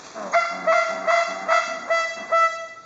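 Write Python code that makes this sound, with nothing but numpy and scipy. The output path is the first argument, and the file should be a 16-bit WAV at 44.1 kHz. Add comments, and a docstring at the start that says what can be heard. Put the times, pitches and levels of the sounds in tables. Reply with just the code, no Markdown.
"""In a rainforest, a lemur honks six times, with a low, hoarse grunt before each honk.
A honk is a stack of harmonics: tones at whole multiples of one pitch. The first four crack into
a rasp and a second, higher voice; the last two stay clean. Tree trunks throw back a long echo.
Leaves rustle underfoot over a faint forest hiss, and there is one short, high squeak."""
import sys
import numpy as np
from scipy import signal
from scipy.fft import rfft, irfft, next_fast_len
from scipy.io import wavfile

SR = 44100
rng = np.random.default_rng(int(sys.argv[2]) if len(sys.argv) > 2 else 0)


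def master(y):
    """Save y as 16-bit WAV."""
    cut = np.clip(np.atleast_2d(y).T, -1, 1)
    pcm = np.round(cut * 32767)  # scale
    wavfile.write(sys.argv[1], SR, pcm.astype(np.int16))


N = 125685
TIME = np.arange(N) / SR

# tone colour of the forest hiss: frequency_hz, relative_db
HISS_COLOUR = [(15, -47.5), (25, -29), (50, -11), (120, -2.5), (250, 0.5), (600, -2.5), (1200, -7.5),
               (2500, -16), (4500, -10.5), (6500, -17.5), (9000, -41)]
# steps in the leaves: middle_s, half_length_s, level_db
FOOTSTEPS = [(0.028, .08, -41), (0.238, .09, -44), (0.901, .05, -43.5), (2.71, .03, -95.5)]
# tone colour of the leaves: frequency_hz, relative_db
LEAF_COLOUR = [(100, -17.5), (300, 1.5), (1100, 4), (2600, -5), (4200, -5.5), (6200, -2), (7500, -8),
               (9000, -20)]
# grunts: start_s, length_s, pitch_hz, glide_hz_per_s, level_db, noise_share, tilt_db_per_octave
GRUNT_CALLS = [(0.141, 0.16, 229.3, -280, -31.5, 0.22, 3.5), (0.493, 0.18, 188.1, -38, -35.5, 0.31, 2.5),
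               (0.876, .20, 190.9, -18, -34.5, 0.3, 3), (1.261, 0.24, 186.7, 26.5, -36, 0.25, 3.5),
               (1.656, 0.22, 181, -2.5, -41, 0.85, 2), (2.143, 0.15, 198.5, 17.5, -39, .92, 3.5)]
# how the throat colours a grunt: frequency_hz, relative_db
THROAT_COLOUR = [(100, -19.5), (150, -16), (190, 10), (280, 8.5), (450, -3.5), (560, -2.5), (700, 11),
                 (900, -4.5), (1200, 1.5), (1500, -7.5), (2100, -16.5), (3000, -36), (8000, -46.5)]
# single echoes from big trunks: delay_s, level_db
TRUNK_SLAPS = [(.034, -17.5), (.072, -15), (.2, -32)]
# the long echo: frequency_hz, time_to_fade_60_db_s, level_db
ECHO_BANDS = [(150, .45, -16.5), (670, 0.83, -5.5), (1410, 0.86, -6), (2130, 0.96, -3), (3450, 0.73, 0),
              (6500, 0.91, 1)]
# the squeak: middle_s, half_length_s, pitch_hz, width_hz
HIGH_SQUEAK = (.326, .007, 6550, 150)
# honks: start_s, length_s, pitch_hz, level_db, second_harmonic_db, third_harmonic_db, treble_db,
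# hoarseness_db, lowest_harmonic_fade_db_per_s, overtone_swell_db_per_s
HONK_CALLS = [(.333, 0.1, 678.2, -11.5, -5, -6, -5.5, -38, 114.5, 3),
              (.662, 0.17, 656.3, -14, -3.5, -4.5, -5.5, -29.5, 40, 12.5),
              (1.064, 0.16, 660.6, -17, -2, -1.5, 0.5, -13.5, 3, 9),
              (1.474, 0.14, 660.7, -19.5, 2, -1.5, 2, -16, 40, -6.5),
              (1.890, 0.1494, 667.1, -16, -8, -2.5, -3.5, -22.5, 55, 31.5),
              (2.310, 0.16, 664.2, -16, 0, -4.5, -6, -35, 42, 23.5)]
# tone colour of the rasp that opens a honk: frequency_hz, relative_db
OPENING_RASP_COLOUR = [(200, -26), (450, -9.5), (620, 1), (900, -6), (1250, -5), (1700, -12.5), (2100, -14),
                       (2700, -36.5), (6000, -34.5)]
# tone colour of the rasp in hoarse or cracking honks: frequency_hz, relative_db
RASP_COLOUR = [(200, -44), (450, -19), (650, 3.5), (850, 0), (1250, 10), (1700, -4), (2100, 6),
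               (2600, -25.5), (3500, -21.5), (4700, -14), (6500, -22), (9000, -45)]
# how the voice colours a honk's harmonics: frequency_hz, gain_db
VOICE_COLOUR = [(660, -2), (2050, -8), (2700, -25), (3400, -25), (4000, -30), (4700, -25.5), (6000, -29),
                (6700, -28.5), (7400, -36), (8800, -46)]
# strong-weak pulses add a tone half a step down the stack: harmonic_hz, relative_to_harmonic_db
BETWEEN_TONES = [(330, -39.5), (1650, -35), (3000, -12), (4300, -16.5), (6300, -10.5), (8000, -5)]
# where the higher voice breaks in:
# middle_s, half_length_s, pitch_hz, rasp_db, higher_voice_db, lower_voice_left_db, jitter_share
VOICE_CRACKS = [(.346, 0.0088, 692.6, -17, -2, -8, 0.0024), (.729, 0.0081, 693.8, -22, -2, -7, 0.008),
                (1.112, 0.0043, 688.4, -24.5, -2.5, -7.5, 0.0065),
                (1.521, 0.01, 695.5, -21.5, -1, 1, 0.0094)]
# the microphone's tone colour: frequency_hz, gain_db
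MICROPHONE_COLOUR = [(20, 0), (2700, 0), (2880, -10), (3000, -28), (3120, -10), (3300, 0), (4950, 0),
                     (5120, -9), (5205, -28), (5300, -5), (5600, 0), (7350, 0), (7700, -10), (8000, -38),
                     (8300, -14), (8750, -10), (9000, -22)]


def amp(db):
    """Turns decibels into a number to multiply by."""
    return 10 ** (np.asarray(db) / 20)


def unit(x):
    """Scales a signal to an average strength (rms) of 1."""
    return x / np.sqrt(np.mean(x ** 2) + 1e-20)


def read(points, hz, column=1):
    """Reads between a table's rows, with octaves evenly spaced."""
    table = np.transpose(points)
    return np.interp(np.log(hz + 1), np.log(table[0]), table[column])


def colour(x, points):
    """Turns each frequency up or down as a table says."""
    size = next_fast_len(2 * len(x))
    return irfft(rfft(x, size) * amp(read(points, np.fft.rfftfreq(size, 1 / SR))), size)[:len(x)]


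def noise(points):
    """Noise of strength 1 with the given tone colour."""
    return unit(colour(rng.standard_normal(N), points))


def wander(hz):
    """A random wobble of strength 1, up to about the given rate."""
    keep_slow = np.exp(-(np.fft.rfftfreq(N, 1 / SR) / hz) ** 2)
    return unit(irfft(rfft(rng.standard_normal(N)) * keep_slow, N))


def bump(at, half):
    """A bell-shaped rise and fall in time."""
    return np.exp(-.5 * ((TIME - at) / half) ** 2)


def gate(t, length, rise_s, fall_s):
    """Fades in, holds and fades out."""
    return np.sin(np.pi / 2 * np.clip(t / rise_s, 0, 1) * np.clip((length - t) / fall_s + .5, 0, 1)) ** 2


def forest_hiss():
    """A faint hiss whose level wavers a little."""
    return amp(-52.5) * noise(HISS_COLOUR) * amp(1.5 * wander(hz=5))


def leaf_steps():
    """Leaves crackle underfoot in short bursts of flickering noise."""
    crackle = unit(noise(LEAF_COLOUR) * amp(1.86 * wander(hz=150)))
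    return crackle * sum(amp(db) * bump(at, half) for at, half, db in FOOTSTEPS)


def grunts(rise_s=.038, fall_s=.069, jitter=.015, between_db=-5):
    """Low pulses, strong and weak in turn, pass with hoarse noise through the lemur's throat."""
    out, shake = np.zeros(N), wander(hz=50)
    for start, length, pitch, glide, db, noise_share, tilt_db in GRUNT_CALLS:
        on = (TIME >= start) & (TIME < start + length + fall_s)
        t = TIME[on] - start
        hoarse = noise([(hz, level + tilt_db * np.log2(hz / pitch)) for hz, level in THROAT_COLOUR])
        phase = 2 * np.pi * np.cumsum((pitch + glide * t) * (1 + jitter * shake[on])) / SR
        pulses = 0
        for k in range(2, 20):  # even k: harmonics; odd k: the tones between them
            tone_db = read(THROAT_COLOUR, k * pitch / 2) + between_db * (k % 2) + tilt_db * np.log2(k)
            pulses += amp(tone_db) * np.cos(k * phase / 2 + rng.uniform(0, 2 * np.pi))
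        grunt = np.sqrt(1 - noise_share) * unit(pulses) + np.sqrt(noise_share) * hoarse[on]
        out[on] += amp(db) * gate(t, length, rise_s, fall_s) * grunt
    return out


def trunk_echo(calls, echoes_per_s=2500, build_s=.005, hold_s=.12):
    """Trunks throw the calls back: three single slaps, and many small echoes that blur and die away."""
    size = 2 * SR
    scatter = rng.standard_normal(size) * (rng.random(size) < echoes_per_s / SR)
    hz, t, bands = signal.stft(unit(scatter), SR, nperseg=256)
    fade = amp(-60 * np.maximum(t - hold_s, 0) / read(ECHO_BANDS, hz)[:, None])
    shape = fade * (1 - np.exp(-t / build_s))
    shape /= np.sqrt(np.mean(shape ** 2, axis=1, keepdims=True) * size)  # same energy in each band
    band_gain = amp(read(ECHO_BANDS, hz, column=2))[:, None]
    tail = signal.istft(bands * shape * band_gain, SR, nperseg=256)[1]
    slaps = sum(amp(db) * np.interp(TIME - delay, TIME, calls, left=0) for delay, db in TRUNK_SLAPS)
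    return calls + slaps + signal.fftconvolve(calls, tail)[:N]


def squeak():
    """One very short, high, fluttering tone."""
    at, half, hz, width = HIGH_SQUEAK
    return amp(-35.5) * bump(at, half) * unit(wander(width) * np.sin(2 * np.pi * hz * TIME))


def honk_voice(t, length, hz, harmonic_db, fade_db, swell_db, open_s=.003, close_s=.012):
    """A stack of harmonics: high ones open and close more slowly, and the lowest fades as it sounds."""
    phase, out = 2 * np.pi * np.cumsum(hz) / SR, 0
    for k, db in enumerate(harmonic_db, 1):
        harmonic_hz = k * np.median(hz)
        opening = (1 - np.exp(-t / (open_s * k))) ** 2
        closing = .5 + .5 * np.tanh((length - t) / (close_s * k) + 1)
        harmonic = np.cos(k * phase + rng.uniform(0, 2 * np.pi))
        between = amp(read(BETWEEN_TONES, harmonic_hz)) * np.cos((k - .5) * phase)
        level_db = read(VOICE_COLOUR, harmonic_hz) + db + t * (-fade_db if k == 1 else swell_db)
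        out += opening * closing * amp(level_db) * (harmonic + between)
    return np.sqrt(2) * out


def honks(rise_s=.022, fall_s=.085, jitter=.0021, sag_hz_per_s=20.8, high_sag_hz_per_s=110):
    """Each honk slides up out of a rasp to a held pitch; a crack lets in a shakier, higher voice."""
    out, rasp, opening_rasp = np.zeros(N), noise(RASP_COLOUR), noise(OPENING_RASP_COLOUR)
    shake = wander(hz=130)
    for i, honk in enumerate(HONK_CALLS):
        start, length, pitch, db, second_db, third_db, treble_db, hoarse_db, fade_db, swell_db = honk
        on = (TIME >= start) & (TIME < start + length + fall_s)
        t = TIME[on] - start
        scoop = .25 * np.exp(-t / .007)  # the pitch starts 25% low
        end_drop = .006 * np.exp(np.minimum((t - length) / .015, 1))
        bend = 1 - scoop - end_drop
        hz = (pitch - sag_hz_per_s * t) * (bend + jitter * shake[on])
        harmonic_db = [0, second_db, third_db] + [treble_db] * 10
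        tone = honk_voice(t, length, hz, harmonic_db, fade_db, swell_db)
        if i < len(VOICE_CRACKS):
            at, half, high_pitch, rasp_db, high_db, left_db, high_jitter = VOICE_CRACKS[i]
            since = TIME[on] - at
            cracked = .5 + .5 * np.tanh(since / half)  # 0 before the crack, 1 after
            high_hz = (high_pitch - high_sag_hz_per_s * since) * (bend + high_jitter * shake[on])
            high = honk_voice(t, length, high_hz, harmonic_db, fade_db, swell_db)
            tone = (1 - cracked) * tone + cracked * (amp(left_db) * tone + amp(high_db) * high)
            tone *= 1 - .28 * bump(at, half)[on]  # the level dips briefly
            out += amp(rasp_db) * bump(at, half) * rasp
        out[on] += amp(db) * gate(t, length, rise_s, fall_s) * (tone + amp(hoarse_db) * rasp[on])
        out += amp(-34) * bump(start + .0051, half=.018) * opening_rasp
    return out


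def scene():
    """The lemur among the trees, with the small forest sounds close by."""
    return (trunk_echo(honks() + grunts()) + leaf_steps() + squeak() + forest_hiss())[None]


def record(dry):
    """A small microphone cuts three deep notches in the treble; sound above 9000 Hz is filtered out."""
    coloured = colour(dry[0], MICROPHONE_COLOUR)
    low_pass = signal.firwin(511, 9000, window=("kaiser", 9), fs=SR)
    return signal.oaconvolve(coloured, low_pass, "same")[None]


dry = scene()
out = record(dry)
master(out)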